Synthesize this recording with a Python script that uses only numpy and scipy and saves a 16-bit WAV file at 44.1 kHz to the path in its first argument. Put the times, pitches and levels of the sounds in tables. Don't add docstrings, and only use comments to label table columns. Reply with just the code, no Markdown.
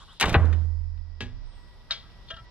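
import sys
import numpy as np
from scipy import signal
from scipy.fft import rfft, irfft
from scipy.io import wavfile

SR = 44100
rng = np.random.default_rng(int(sys.argv[2]) if len(sys.argv) > 2 else 0)


def makeup_ratio(level_db):
    decades = np.asarray(level_db, float) / 20
    return 10 ** decades


def unload_wav(signal):
    wavfile.write(
        sys.argv[1],
        SR,
        np.round(np.clip(np.atleast_2d(signal).T, -1, 1) * 32767).astype(np.int16),
    )


N = 110250
T = np.arange(N) / SR
F = np.arange(N // 2 + 1) * SR / N
BANDS = 45 * 2 ** (np.arange(26) / 3)
PER_HZ = 10 * np.log10(BANDS)


def curve(table, hz):
    table = np.array(table, float)
    return np.interp(np.log(hz + 1), np.log(table[:, 0] + 1), table[:, 1])


def over_time(table):
    return np.interp(T, *np.array(table).T)


def band(hz, width):
    x = irfft(rfft(rng.standard_normal(N)) * np.exp(-((F - hz) / width) ** 2), N)
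    return x / x.std()


def bell(hz, octaves):
    return -6 * (np.log2(BANDS / hz) / octaves) ** 2


def dull_bell(hz, octaves):
    return bell(hz, octaves) - 9.5 * (BANDS > 4300)


def shares(db):
    p = makeup_ratio(db) ** 2
    return (p / p.sum())[:, None]


def silence():
    return np.zeros((len(BANDS), N))


def noise(power):
    return sum(np.sqrt(p) * band(hz, hz / 6) for hz, p in zip(BANDS, power))


def add_burst(power, start, db, spectrum_db, t60, hold=0.):
    i, j = int(start * SR), min(N, int((start + 1.5 * t60 + hold) * SR))
    t = T[i:j] - start
    fall = -60 * np.clip(t - hold, 0, None) / (t60 * (1000 / BANDS[:, None]) ** .15)
    rise = np.sin(np.pi / 2 * np.clip(t * BANDS[:, None], 0, 1)) ** 4
    power[:, i:j] += shares(spectrum_db) * makeup_ratio(db + fall) ** 2 * rise


def fade(start, t60, hold, rise):
    t = T - start
    attack = np.sin(np.pi / 2 * np.clip(t / rise, 0, 1)) ** 2
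    return attack * makeup_ratio(-60 * np.clip(t - hold, 0, None) / np.clip(t60, .005, 9))


def ring(start, modes, db):
    t, out = T - start, 0
    for k, (hz, mode_db, t60) in enumerate(modes):
        beat_hz = 31 * (1 + k % 4 / 2)
        beat_db = 3.5 * (np.cos(2 * np.pi * beat_hz * t) - 1) / 2
        sign = (-1) ** k
        out = out + sign * makeup_ratio(db + mode_db + beat_db) * fade(start, t60, 0, 1 / hz) * np.sin(2 * np.pi * hz * t)
    return out


# (frequency [Hz], level [dB per Hz])
THUMP_COLOUR = [(60, -29.5), (100, 3.5), (260, -5.5), (420, -5), (800, -8), (1500, -6.5), (3900, -26.5),
                (5000, -56), (11000, -83.5), (15000, -110)]
# (frequency [Hz], level [dB], t60 [s])
BENCH_RING = [(156.7, -2, 0.27), (258, -13.5, .13), (345, -2.5, .15), (452.6, -2.5, 0.11), (663, -7, 0.17),
              (790, -1, 0.15), (858, 0, 0.093), (1023, -9, .13), (1405, -8, .1), (1135, -10.5, 0.22),
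              (1945, -7, 0.16)]


def thump():
    start, db = .3428, -15
    power, colour = silence(), curve(THUMP_COLOUR, BANDS)
    add_burst(power, start, db, colour + PER_HZ, 0.046, hold=0.015)
    add_burst(power, start, db - 10, colour + 0.26 * PER_HZ, 0.59)
    add_burst(power, start, -14, bell(2000, 0.53) - 9.5 * (BANDS > 4300), 0.03)
    add_burst(power, start, -67.5, bell(6000, 0.64), 2)
    return noise(power) + ring(start, BENCH_RING, -19.5)


# (time [s], level [dB], centre [Hz], t60 [s], bright tick [dB])
RATTLE_HITS = [(.199, -24, 3600, .05, -42), (.204, -29, 3000, .04, -30.5), (.2098, -18.5, 3360, .07, -25),
               (0.215, -23.5, 1300, .07, -39.5), (0.223, -21, 2000, .05, -35),
               (0.227, -14, 1920, .05, -49.5), (.238, -18, 1190, .07, -51), (0.2562, -27.5, 3000, .05, -38),
               (0.2592, -28.5, 1500, .04, -45.5), (.285, -36.5, 2500, .03, -52),
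               (.2936, -28, 3000, .04, -39.5), (0.2985, -33, 2500, .06, -40.5),
               (0.328, -34.5, 3500, .05, -44.5), (.427, -49.5, 1003, .05, -73.5),
               (.44, -33.5, 400, .1, -87), (.454, -50, 3980, .05, -73), (.527, -40, 2220, 0.09, -64),
               (.975, -64, 3000, .06, -89)]
# (frequency [Hz], level [dB], t60 [s])
REBOUND_RING = (.527, -44, [(1863, 2, .09), (2440, -3.5, 0.073), (2950, -6, .07), (3600, -4, 0.073)])


def rattle():
    power = silence()
    for start, db, hz, t60, tick_db in RATTLE_HITS:
        add_burst(power, start, db, dull_bell(hz, 1.26), t60)
        add_burst(power, start, tick_db, bell(9000, 1.3), 0.018)
    start, db, modes = REBOUND_RING
    return noise(power) + ring(start, modes, db)


# (frequency [Hz], level [dB per Hz])
HOSE_DRAG = (.2, .142, -26.5, -3, [(100, 4), (250, -3.5), (700, -4.5), (2000, -13.5), (3800, -20),
             (4700, -32), (9000, -40.5), (15000, -50.5)])


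def drag():
    start, length, db, fall_db, colour = HOSE_DRAG
    u = (T - start) / length
    pressure = makeup_ratio(db + fall_db * u + 1.9 * band(0, 63)) ** 2 * (u < 1)
    rise = np.clip(u * BANDS[:, None] / 60, 0, 1) ** 2
    return noise(shares(curve(colour, BANDS) + PER_HZ) * pressure * rise)


# (time [s], peak [dB], length [s])
BENCH_BUMPS = [
    (0.259, -21, .012),
    (.3205, -15.5, 0.0059),
    (1.255, -31, 0.01),
    (2.336, -37.5, 0.0066),
]


def bumps():
    return sum(makeup_ratio(db) * np.sin(np.pi * np.clip((T - start) / length, 0, 1)) ** 2
               for start, db, length in BENCH_BUMPS)


# time [s], level [dB], spectrum (frequency [Hz], level [dB per Hz]),
# ring (frequency [Hz], level [dB], t60 [s]), ring level [dB], crack t60 [s]
TANK_KNOCK = (1.206, -33.5, [(100, -0.5), (271, -8), (420, -8.5), (692, -19), (2300, -13), (3120, -13),
              (13000, -51.5)], [(246.5, -1, 0.38), (309, -16, 0.38), (374, -12, 0.35), (434, -16, 0.3),
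              (820, -13, 0.23), (1227, -21.5, .3), (1667, -1, 0.19), (1945, -3.5, 0.084), (2390, -15, 0.12),
              (2670, -2.5, 0.11), (3160, 0, 0.096), (3410, -13, 0.25), (3822, -11, 0.13), (4800, -20, .08)],
              -34, 0.17)
COUPLER_SNAP = (1.908, -28.5, [(150, -14.5), (300, -28.5), (1480, -10), (2000, -16), (3200, -7),
                (3740, 1.5), (4400, -7.5), (13000, -63)], [(668, -18, 0.19), (1333, -11.5, 0.17),
                (1627, -11.5, 0.2), (2270, -10.5, 0.19), (2560, -10.5, 0.11), (2030, -19, 0.32),
                (2920, -14, .11), (3200, -7, 0.19), (3246, -18, 0.45), (3700, -15, 0.18), (3810, 0, 0.085),
                (4080, -9, .12), (4290, -14.5, .19), (5350, -22.5, .15)], -27.5, 0.16)
# (frequency [Hz], level [dB], t60 [s])
SNAP_CONTACT = [(3800, -2, 0.012)]


def fittings():
    power, out = silence(), ring(1.9095, SNAP_CONTACT, -16)
    for start, db, colour, modes, ring_db, t60 in (TANK_KNOCK, COUPLER_SNAP):
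        spectrum_db = curve(colour, BANDS) + PER_HZ
        add_burst(power, start, db, spectrum_db, t60)
        add_burst(power, start, db - 11.5, spectrum_db, 0.42)
        out = out + ring(start, modes, ring_db)
    return out + noise(power)


# (time [s], level [dB], length [s], centre [Hz], width [octaves])
SCRAPE_STROKES = [(2.024, -58, 0.088, 1370, 0.29), (2.272, -60, .012, 3400, .8),
                  (1.9, -38, 0.02, 1750, .45), (2.282, -43, .022, 4200, .3),
                  (2.301, -38, 0.024, 1460, 1.44), (2.334, -48, 0.024, 3100, .12),
                  (2.322, -49, .025, 1000, .8), (2.362, -43, 0.025, 1300, .4), (2.362, -48, .02, 3500, .4),
                  (2.382, -56, .03, 1600, 1.2), (2.3, -58, .06, 3400, .15)]
# (frequency [Hz], level [dB], t60 [s])
COUPLER_MODES = [(659, 0.5, 0.12), (1040, -18, .03), (1330, 1, 0.09), (1622, -5, 0.12), (1800, -3, 0.072),
                 (2390, -6.5, 0.048), (2867, -1, 0.049), (3214, 0, 0.043), (3570, -4.5, 0.044),
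                 (3970, -11, 0.047), (4356, -16, 0.041), (6100, -22, .03)]


def coupler():
    slips_per_s, hiss_db, squeak_db, grit_db = 3080, -2, 4, -12
    slips = (rng.random(N) < slips_per_s / SR) * rng.standard_normal(N) * np.sqrt(SR / slips_per_s)
    slips = slips + makeup_ratio(hiss_db) * rng.standard_normal(N)
    strokes = [np.sin(np.pi * np.clip((T - start) / length, 0, 1) ** 0.57) ** 1.44
               for start, _, length, _, _ in SCRAPE_STROKES]
    out = 0
    for hz, mode_db, t60 in COUPLER_MODES:
        push = sum(makeup_ratio(db - 5.6 * (np.log2(hz / mid_hz) / octaves) ** 2) * stroke
                   for stroke, (_, db, _, mid_hz, octaves) in zip(strokes, SCRAPE_STROKES))
        r, turn = 1000 ** (-1 / (t60 * SR)), 2 * np.pi * hz / SR
        squeak = makeup_ratio(squeak_db) * np.sqrt(1 - r) * np.sin(2 * np.pi * hz * T)
        rung = signal.lfilter([1], [1, -2 * r * np.cos(turn), r * r], push * (slips + squeak))
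        out = out + makeup_ratio(mode_db) * np.sqrt(1 - r) * np.sin(turn) * rung
        out = out + makeup_ratio(mode_db + grit_db) * push * band(hz, hz / 8)
    return signal.sosfilt(signal.butter(4, [400, 6200], "band", fs=SR, output="sos"), out)


# (time [s], length [s], level [dB], centre [Hz])
HANDLING = [
    (0.0028, 0.037, -54.5, 1170),
    (.075, 0.062, -57.5, 1200),
    (0, 0.2, -63.5, 4000),
    (0.00083, .035, -70, 7400),
    (.128, .008, -70, 8200),
    (.04, .14, -76, 8500),
    (1.55, .9, -84, 10000),
]


def rustle():
    power = silence()
    for start, length, db, hz in HANDLING:
        add_burst(power, start, db, dull_bell(hz, 0.36), .06, hold=length)
    return noise(power)


# (time [s], frequency [Hz], peak [dB], rise [s], t60 [s], left over right [dB])
STAND_BOOMS = [
    (.3585, 82, -10.5, 0.009, .17, 2),
    (.352, 124, -26, 0.0027, 0.32, -1.5),
    (.406, 81, -10, 0.013, 1.77, -18.5),
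    (1.215, 108, -34, .01, 0.72, -2),
    (.232, 65, -24.5, .01, 0.36, -3.5),
    (2.4, 115, -46, 0.0089, 0.21, -3),
]
# (time [s], level [dB])
STAND_SWAY = [(0, -47), (.2, -77), (.33, -36), (.7, -32), (1.1, -40), (1.35, -33), (1.6, -48), (2.5, -56.5)]


def stand():
    def pan(db):
        return makeup_ratio(np.array([[db], [0]]))

    out = 0
    for start, hz, db, rise, t60, pan_db in STAND_BOOMS:
        hum = fade(start, t60, rise, rise) * np.sin(2 * np.pi * hz * (T - start))
        out = out + pan(pan_db) * makeup_ratio(db) * hum
    sway = np.array([band(31.7, 9.9), band(31.7, 9.9)])
    return out + sway * pan(-13) * makeup_ratio(over_time(STAND_SWAY) + 2.5)


# (time [s], length [s], from [Hz], to [Hz], level [dB])
BIRD_CALLS = [
    (-.006, .036, 2950, 4000, -54),
    (.084, .046, 2850, 4000, -53),
    (1.45, .19, 8550, 8300, -77),
    (1.5, .11, 8650, 8550, -86),
    (1.55, .09, 8000, 7800, -85),
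    (1.63, .14, 8350, 8300, -83),
]


def birds():
    calls = 0
    for start, length, from_hz, to_hz, db in BIRD_CALLS:
        u = np.clip((T - start) / length, 0, 1)
        hz = (from_hz + (to_hz - from_hz) * u ** 1.6) * (1 + .003 * band(0, 60))
        flutter_db = (1 + 2 * (from_hz > 7000)) * band(0, 40)
        tone = np.sin(2 * np.pi * np.cumsum(hz) / SR)
        calls = calls + makeup_ratio(db + flutter_db) * np.sin(np.pi * u) ** .4 * tone
    tail = rng.standard_normal(4000) * makeup_ratio(-60 * np.arange(4000) / SR / 0.1)
    return calls + makeup_ratio(-6.5) * signal.fftconvolve(calls, tail / np.linalg.norm(tail))[:N]


# (frequency [Hz], width [Hz], level [dB], steady share [0-1])
FAR_LINES = [
    (970, 30, -79, 0.97),
    (1938, 25, -77.5, 1),
    (5020, 490, -74.5, 0.079),
]
# (time [s], level [dB])
MACHINE_LOAD = [(0, -1), (.7, -0.5), (1.1, -4.5), (1.3, 3), (1.5, 0.5), (1.65, 4.5), (1.8, 1.5), (2.3, 4.5),
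                (2.5, 7.5)]


def machine_and_insects():
    mid, side = 0, 0
    for hz, width, db, steady in FAR_LINES:
        db = db + steady * over_time(MACHINE_LOAD)
        mid = mid + makeup_ratio(db) * (band(hz, width) + 2 * steady * np.sin(2 * np.pi * hz * T))
        side = side + makeup_ratio(db - 2.0) * band(hz, width)
    return np.array([mid, side])


# (time [s], level [dB])
LEAF_STIR = [(0, -66.5), (.6, -69.5), (.8, -90), (1.2, -79.5), (1.4, -72.5), (1.7, -72.5), (2.1, -70),
             (2.5, -70)]


def leaves():
    gusts = makeup_ratio(over_time(LEAF_STIR) + 2.5 * band(0, 12))
    return gusts * np.array([band(3500, 900), band(3500, 900)])


# (frequency [Hz], level [dB per Hz])
YARD_COLOUR = [(40, -1), (90, -9), (300, -25.5), (1100, -28.5), (3000, -39), (5600, -37), (6000, -49),
               (9000, -60), (15000, -87)]
# (time [s], level [dB])
YARD_SWELL = [(0, 0.5), (.9, -4.5), (1.6, -0.5), (2.1, 0), (2.5, 2)]
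# (frequency [Hz], likeness [0-1])
PORT_LIKENESS = [(100, 0.52), (290, 0.61), (1000, 0.78), (3100, 0.19), (6800, 0)]


def far_hiss():
    like = np.clip(curve(PORT_LIKENESS, F), 0, .98)
    colour = makeup_ratio(curve(YARD_COLOUR, F)) * (F > 30)
    mid = irfft(rfft(rng.standard_normal(N)) * colour, N)
    side = irfft(rfft(rng.standard_normal(N)) * colour * np.sqrt((1 - like) / (1 + like)), N)
    level = makeup_ratio(-52.5 + over_time(YARD_SWELL) + band(0, 2.6))
    return np.array([mid, side]) * level / mid.std()


def yard():
    mid, side = far_hiss() + leaves() + machine_and_insects()
    mid = mid + birds()
    return np.array([mid + side, mid - side])


# (frequency [Hz], level [dB])
PORT_LEVEL = [(200, -4.5), (700, 0), (2380, 3.5), (4400, 3.5), (8120, -15), (11000, -9), (15000, -5)]
# (frequency [Hz], phase [radians])
PORT_PHASE = [(300, 0), (1400, -.3), (2700, -.7), (4570, -2.1), (6500, -2.5), (10000, -.8), (13000, -.3)]


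def ports(x):
    ratio = makeup_ratio(curve(PORT_LEVEL, F)) * np.exp(1j * curve(PORT_PHASE, F))
    right = 2 * rfft(x) / (1 + ratio)
    clutter = rng.standard_normal(900) * makeup_ratio(-60 * np.arange(900) / 900)
    bright = np.diff(x, 2, prepend=[0, 0]) + .3 * x
    side = makeup_ratio(-9) * signal.fftconvolve(bright, clutter / np.linalg.norm(clutter))[:N]
    return np.array([irfft(right * ratio, N) + side, irfft(right, N) - side])


def scene():
    near = thump() + rattle() + drag() + bumps() + fittings() + coupler() + rustle()
    return ports(near) + stand() + yard()


def low_pass(x):
    return signal.sosfilt(signal.butter(12, 15710, fs=SR, output="sos"), x)


def record(dry):
    dry = signal.sosfilt(signal.butter(1, 18, "high", fs=SR, output="sos"), dry)
    dry = signal.sosfilt(signal.butter(12, 14300, fs=SR, output="sos"), dry)
    return low_pass(dry)


dry = scene()
out = record(dry)
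unload_wav(out)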